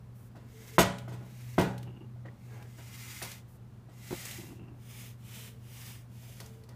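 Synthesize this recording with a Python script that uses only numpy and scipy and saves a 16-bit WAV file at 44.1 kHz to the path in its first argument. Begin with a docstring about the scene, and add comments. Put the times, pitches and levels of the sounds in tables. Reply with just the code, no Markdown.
"""The sheet-metal case of a switched-off box fan is set down twice on carpet, close to the microphone.
Each knock rings the panels and shakes the plastic grilles, which buzz and tick. As the fan is walked
round, the case drags over the pile, its foot scrapes, its frame creaks, and hands bump and brush it.
Soft rubbing strokes and a light click follow. Behind it all is a small room with a low mains hum."""
import sys
import numpy as np
from scipy import signal
from scipy.fft import rfft, irfft
from scipy.io import wavfile
from scipy.ndimage import uniform_filter1d

SR = 44100
rng = np.random.default_rng(int(sys.argv[2]) if len(sys.argv) > 2 else 0)


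def int16_out(signal):
    """Quantize to a 16-bit WAV file."""
    q = np.round(np.clip(np.atleast_2d(signal).T, -1, 1) * 32767)
    wavfile.write(sys.argv[1], SR, q.astype(np.int16))


N = 297675
T = np.arange(N) / SR
RING_T = np.arange(SR) / SR  # one second for a struck sound to die away


def gain_of(db):
    """Decibels to amplitude."""
    return 10 ** (np.asarray(db) / 20)


def unit_rms(x):
    """Scales x to rms 1."""
    return x / np.sqrt(np.mean(x ** 2) + 1e-20)


def curve_at(points, hz):
    """Interpolates (Hz, value) points on a log-frequency axis."""
    f, value = np.transpose(points)
    return np.interp(np.log(hz + 1), np.log(f + 1), value)


def add(mix, start, sound):
    """Mixes a sound in at a time in seconds."""
    part = mix[round(start * SR):][:len(sound)]
    part += sound[:len(part)]


def coloured(x, colour, extra_db=lambda hz: 0):
    """Filters x by (Hz, dB) points, plus an optional dB function of frequency."""
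    hz = np.fft.rfftfreq(2 * len(x), 1 / SR)
    return irfft(rfft(x, 2 * len(x)) * gain_of(curve_at(colour, hz) + extra_db(hz)))[:len(x)]


def noise(size, colour):
    """Noise of rms 1, shaped by (Hz, dB) points."""
    return unit_rms(coloured(rng.standard_normal(size), colour))


def wander(rate_hz):
    """A smooth random drift of rms 1, up to the given rate."""
    hz = np.fft.rfftfreq(N, 1 / SR)
    return unit_rms(irfft(rfft(rng.standard_normal(N)) / (1 + (hz / rate_hz) ** 4), N))


def during(start, end):
    """A soft-edged window between two times."""
    return np.sin(np.pi / 2 * np.clip(np.minimum(T - start, end - T) / 0.026, 0, 1)) ** 2


def arch(start, end):
    """A push that swells and eases between two times."""
    return np.sin(np.pi * np.clip((T - start) / (end - start), 0, 1))


def attack(rise_s, power=1):
    """An onset rising from 0 to 1; power 2 starts more gently."""
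    return 1 - np.exp(-(RING_T / rise_s) ** power)


def modes(table):
    """Struck modes from (Hz, dB, t60 s) rows, neighbours swinging in opposite senses."""
    return sum((-1) ** k * gain_of(db - 60 * RING_T / t60) * np.sin(2 * np.pi * hz * RING_T)
               for k, (hz, db, t60) in enumerate(table))


def clicks(size, per_s, spread_db):
    """A random train of clicks of uneven size and sign."""
    chance, height, sign = rng.random((3, size))
    return (chance < per_s / SR) * gain_of(-spread_db * height) * np.sign(sign - .5)


# Mains hum in the small room. Each row: frequency in Hz, rms level in dB.
HUM_PARTIALS = [(101, -73.5), (120, -50.5), (240, -68)]
# A faint tone that comes and goes in the background. Each row: start and end in seconds, level in dB.
WHINE_SPELLS = [(0.524, 0.65, -59), (0.713, 0.82, -55), (5.35, 5.606, -67), (6.427, 6.677, -62)]
# Room tone behind the fan, rumble and air. 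Each row: frequency in Hz, relative level in dB.
RUMBLE_COLOUR = [(15, -4), (60, 0.5), (100, 5), (160, -2.5), (210, 1.5), (290, -13.5), (600, -42)]
AIR_COLOUR = [(180, -43), (300, -14), (366, -9.5), (439, -14), (1240, -21), (2610, -30.5), (15500, -48.5)]
def room(whine_hz=445, rumble_db=-53.5, air_db=-65):
    """Slightly wavering hum and a faint whine over a dull rumble and a thin hiss of air."""
    hum = sum(gain_of(db + 1.1 * wander(0.67)) * np.sqrt(2) * np.sin(2 * np.pi * hz * T)
              for hz, db in HUM_PARTIALS)
    whine = np.sqrt(2) * np.sin(2 * np.pi * whine_hz * T + .7 * wander(16))
    whine *= sum(gain_of(db) * during(start, end) for start, end, db in WHINE_SPELLS)
    rumble = gain_of(rumble_db) * noise(N, RUMBLE_COLOUR)
    air = gain_of(air_db) * noise(N, AIR_COLOUR)
    return hum + whine + rumble + air


# Fingertips on the painted metal, faint even up close. Each row: start and end in seconds, level in dB.
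FINGER_BRUSHES = [(0.136, 0.3, -67), (3.467, 3.586, -67)]
def brushes():
    """Dry skin on paint gives a thin, bright hiss."""
    hiss = noise(N, [(3000, -8), (7000, 2), (14000, 5.5)])
    return hiss * sum(gain_of(db) * during(start, end) for start, end, db in FINGER_BRUSHES)


def friction(rubs, colour, snag_db, fade_db, bluntness, ring_hz, ring_db, ring_width_hz):
    """Countless fibres let go, a few snagging harder; the hiss swells with the sliding speed."""
    out = np.zeros(N)
    ripple_hz = np.linspace(700, 16000, 170)  # closely spaced resonances
    for start, fastest, stop, db in rubs:
        t = np.arange(start, stop, 1 / SR)
        slowness = np.interp(t, [start, fastest, stop], [1, 0, 1])
        swell = gain_of(db - fade_db * slowness ** bluntness) * signal.windows.tukey(len(t), 0.1)
        snags = unit_rms(clicks(2 * SR, per_s=250, spread_db=24))
        fibres = rng.standard_normal(2 * SR) + gain_of(snag_db) * snags
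        ripple_db = 2.2 * rng.standard_normal(len(ripple_hz))

        def resonances_db(hz):
            peak_db = ring_db / (1 + (2 * (hz - ring_hz) / ring_width_hz) ** 2)
            return peak_db + np.interp(hz, ripple_hz, ripple_db)

        hiss = unit_rms(coloured(fibres, colour, resonances_db))
        add(out, start, hiss[:len(t)] * swell)
    return out * gain_of(.9 * wander(25))


# Soft rubbing near the microphone. Each row: start, fastest moment and stop in seconds, level in dB.
RUBS = [(4.72, 5.02, 5.206, -51), (5.14, 5.39, 5.61, -49), (5.52, 5.87, 6.093, -50), (6.0, 6.29, 6.78, -57)]
# Its tone at the microphone. Each row: frequency in Hz, relative level in dB.
RUB_COLOUR = [(200, -16), (450, 0), (950, -1), (1400, -1.5), (2200, 5.5), (2700, 4.5), (3400, 5),
              (4200, -1.5), (5200, 2), (8000, 1), (12000, -0.5), (15000, 0.5)]
def strokes():
    """Light rubbing gives a smooth hiss with hardly a snag."""
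    return friction(RUBS, RUB_COLOUR, snag_db=-25, fade_db=39, bluntness=2.19,
                    ring_hz=2640, ring_db=1, ring_width_hz=440)


# The case pushed over the carpet. Each row: start, fastest moment and stop in seconds, level in dB.
PUSHES = [(.38, .76, 0.79, -52), (1.0, 1.58, 1.82, -56.5), (2.25, 2.56, 2.67, -63.5),
          (2.52, 3.26, 3.452, -45.5), (3.89, 4.25, 4.61, -44.5)]
# The carpet's hiss from close by. Each row: frequency in Hz, relative level in dB.
PILE_COLOUR = [(200, -6), (450, -10.5), (1400, -5.5), (2150, 1), (2900, -2.5), (4500, -5), (6500, -3),
               (9000, -7), (15000, -6.5)]
def drags():
    """The pile snags under the sliding case: a grainy hiss with one narrow resonance."""
    return friction(PUSHES, PILE_COLOUR, snag_db=-15.5, fade_db=30, bluntness=2.01,
                    ring_hz=2070, ring_db=7, ring_width_hz=100)


# The fan's frame. Each row: mode frequency in Hz, relative level in dB, time to fall 60 dB in seconds.
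FRAME_MODES = [(186, 4.5, 0.021), (337, 2, 0.033), (382, -3, 0.043), (905, -3, 0.0058)]
# The frame creaking under the hand, close up.
# Each row: start and end in seconds, judder level in dB, squeak pitch in Hz, squeak level in dB.
FRAME_CREAKS = [(1.795, 2.088, -54.5, 2820, -69), (2.243, 2.31, -67.5, 1940, -68),
                (4.372, 4.782, -52, 2750, -67.5)]
def creaks(uneven_db=4.5):
    """Uneven slips of the grille judder the frame and ring one thin squeak."""
    out = np.zeros(N)
    for start, end, judder_db, squeak_hz, squeak_db in FRAME_CREAKS:
        slips = clicks(N, per_s=400, spread_db=8)
        judder = unit_rms(signal.fftconvolve(slips, modes(FRAME_MODES))[:N])
        squeak = unit_rms(signal.fftconvolve(slips, modes([(squeak_hz, 0, .02)]))[:N])
        out += during(start, end) * gain_of(judder_db) * judder
        out += arch(start, end) * gain_of(squeak_db) * squeak
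    return out * gain_of(uneven_db * wander(33))


# Dull bumps of the hand on the frame, close up. Each row: start in seconds, strength in dB.
HAND_BUMPS = [(4.1084, -27), (4.1248, -25.5)]
def bumps(rise_s=0.00089, thud_hz=350, thud_t60=0.062, frame_db=-6, scuff_db=-10, scuff_s=0.018):
    """The hand damps what it hits: a short thud of the frame and a scuff of skin."""
    out = np.zeros(N)
    thud = modes([(thud_hz, 0, thud_t60)]) + gain_of(frame_db) * modes(FRAME_MODES)
    for start, db in HAND_BUMPS:
        scuff = noise(SR, [(450, 4.5), (2800, -17), (6000, -25)]) * np.exp(-RING_T / scuff_s)
        add(out, start, gain_of(db) * (thud + gain_of(scuff_db) * scuff) * attack(rise_s))
    return out


# The plastic grille ticking by the microphone. Each row: start in seconds, strength in dB, pitch in Hz.
GRILLE_TICKS = [(0.9838, -36, 3500), (1.611, -27, 2750), (1.7792, -39, 3500), (1.8284, -41.5, 2950),
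                (2.625, -46, 2660), (3.3154, -32, 3670), (4.2524, -29.5, 7300), (4.3101, -30.5, 3440),
                (6.4023, -33.5, 4630), (6.4597, -42, 6500), (6.6368, -49.5, 4380), (6.6898, -45.5, 4700)]
def ticks(gain_db=-6, rise_s=0.00086, snap_s=0.0037, tail_db=-16, tail_s=0.04):
    """A bar of the grille snaps: a short burst round its own pitch and a faint tail."""
    out = np.zeros(N)
    decay = np.exp(-RING_T / snap_s) + gain_of(tail_db) * np.exp(-RING_T / tail_s)
    for start, db, hz in GRILLE_TICKS:
        burst = noise(SR, [(hz / 5, -12), (hz * .7, -7), (hz, 0), (hz * 1.4, -7), (hz * 4, -13)])
        add(out, start, gain_of(db + gain_db) * burst * attack(rise_s) * decay)
    return out


# The case's finer modes, with the room behind them. Each row: frequency in Hz, relative level in dB.
CLATTER_COLOUR = [(25, -25), (70, 6), (150, 7), (400, 5), (1000, -1), (1500, -6.5), (2200, -10.5),
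                  (4000, -11.5), (8000, -18.5), (15000, -42.5)]
# How they linger in the room. Each row: frequency in Hz, time to fall 60 dB in seconds.
CLATTER_DECAY = [(60, 0.43), (200, 0.33), (700, 0.36), (2000, 0.46), (5000, 0.32), (14000, 0.46)]
def clatter():
    """Dense ringing: each band dies at its own speed, and the treble builds as the panels shudder."""
    hz, t, bands = signal.stft(rng.standard_normal(SR), SR, nperseg=1024)
    # random peaks in the middle range ring louder and longer
    peaks = unit_rms(uniform_filter1d(rng.standard_normal(len(hz)), size=2)) * (hz > 400) * (hz < 3500)
    t60 = curve_at(CLATTER_DECAY, hz) * np.exp(.1 * peaks)
    levels = unit_rms(gain_of(curve_at(CLATTER_COLOUR, hz) + 1.5 * peaks))
    bands = bands * levels[:, None] * gain_of(-60 * t / t60[:, None])
    ring = signal.istft(bands, SR, nperseg=1024)[1][:SR]
    treble = coloured(ring, [(1200, -40), (3000, 0)])
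    return (ring - treble) * attack(.0015) + treble * attack(.004, power=2)


# The foot of the case pivoting on the carpet. Each row: start and end in seconds, level in dB.
FOOT_SCRAPES = [(.56, 0.769, -63), (2.445, 2.71, -55.5)]
def scrapes():
    """Fine catches of the pile shake the middle range of the case."""
    catches = clicks(N, per_s=400, spread_db=2)
    ring = signal.fftconvolve(catches, clatter())[:N]
    ring = unit_rms(coloured(ring, [(150, -21), (450, -2.5), (900, -6), (2300, -5), (6000, -23)]))
    return ring * sum(gain_of(db) * arch(start, end) for start, end, db in FOOT_SCRAPES)


def chatter(rise_s=0.0092, t60=0.16, snap_s=0.0024):
    """The loose grille buzzes against the case after a blow."""
    contacts = clicks(SR, per_s=500, spread_db=3) * attack(rise_s) * gain_of(-60 * RING_T / t60)
    snap = rng.standard_normal(SR) * np.exp(-RING_T / snap_s)
    snap = coloured(snap, [(400, -22), (2500, 9), (6000, 5), (15000, 3)])
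    return signal.fftconvolve(contacts, snap)[:SR]


def crack(width_s=0.0012, splinter_db=-13, splinter_s=0.008):
    """The hard first contact: one bipolar push of air, then a splinter of noise."""
    age = RING_T / width_s
    push = (1 - age) * np.exp(-age) * attack(width_s / 4)
    splinter = rng.standard_normal(SR) * np.exp(-RING_T / splinter_s) * attack(.005, power=2)
    return push + gain_of(splinter_db) * splinter


# Case and grilles ringing. Each row: frequency in Hz, relative level in dB, time to fall 60 dB in seconds.
CASE_MODES = [(122.7, -25.5, 5.8), (159.5, -17, 0.53), (187, -9.5, 0.54), (191, -32, .3),
              (250, -21.5, 0.61), (313.5, -7.5, 0.15), (368, -6.5, 0.13), (429, -27.5, 0.65),
              (554, -26.5, 0.65), (574, -19, 0.51), (663.6, -7.5, 0.12), (676, -21.5, 0.49),
              (709, -9.5, 0.12), (822, -24.5, 0.6), (946, -20.5, 0.36), (983, -15, 0.19),
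              (1275, -10.5, 0.079), (1443, -19, 0.38), (1536, -14, 0.12), (1930, -18.5, 0.33),
              (2090, -19, 0.17), (2615, -34.5, 0.24), (2900, -28.5, .25), (3210, -27, 0.19)]
# Two set-downs and the lighter taps, close to the microphone. Each row: start in seconds, strength
# in dB, pitch of the struck spot in Hz, hardness as treble gain in dB, build-up in seconds.
CASE_BLOWS = [(.350, -40.5, 750, -11, 0.0086), (0.7826, -10, 990, -2.5, 0.00014),
              (1.077, -39.5, 655, -6, 0.0019), (1.116, -37, 504, -6, 0.012), (1.206, -38, 400, -25, 0.011),
              (1.5802, -14, 260, -9.5, 0.00065), (2.16, -54, 680, -23.5, 0.0021),
              (2.251, -41.5, 546, -15, .003), (2.783, -46, 1850, -1.5, 0.0026),
              (3.2173, -36.5, 1870, 6.5, 0.00063), (3.886, -50, 730, -6.5, 0.0029),
              (6.401, -41, 1970, -8, .0024), (6.683, -43.5, 940, -10, 0.014)]
def blows(clatter_db=-7, crack_db=-4, spot_cycles=14, mid_spot_hz=700):
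    """The struck spot rings for a few cycles and hands its energy to the whole case."""
    out = np.zeros(N)
    case_ring = modes(CASE_MODES)
    for start, db, spot_hz, treble_db, rise_s in CASE_BLOWS:
        # a stiff, high-pitched spot rings more itself and passes less bass to the case
        stiffness = np.log2(spot_hz / mid_spot_hz)
        bass_db = -3.5 - 2.5 * stiffness
        spot_db = 1.5 + 6 * stiffness - 0.1 * db  # a light tap stays in its spot; a heavy blow spreads
        spot = modes([(spot_hz, spot_db, spot_cycles / spot_hz)])
        # a harder contact brings more of the middle range and shakes the grille more
        mid_db = 0.18 * treble_db + min(bass_db, 0) / 2
        buzz_db = -6 + 1.4 * treble_db
        body = case_ring + gain_of(clatter_db) * clatter() + gain_of(crack_db) * crack()
        body = coloured(body, [(70, 0.013), (170, bass_db), (330, bass_db), (550, mid_db),
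                               (2500, treble_db / 2), (12000, treble_db)])
        buzz = gain_of(buzz_db) * chatter()
        add(out, start, gain_of(db) * (body + spot + buzz) * attack(rise_s))
    return out


def scene():
    """The fan and the room behind it, at one close microphone."""
    sliding = drags() + strokes()
    knocks = blows() + bumps() + ticks()
    return (knocks + sliding + brushes() + scrapes() + creaks() + room())[None]


def record(dry, low_cut_hz=48, band_limit_hz=15420):
    """The microphone sheds the deepest bass and the recorder cuts the highest treble."""
    low_cut = signal.butter(2, low_cut_hz, "high", fs=SR, output="sos")
    band_limit = signal.firwin(511, band_limit_hz, window=("kaiser", 9), fs=SR)
    return signal.oaconvolve(signal.sosfilt(low_cut, dry), band_limit[None], "same")


dry = scene()
out = record(dry)
int16_out(out)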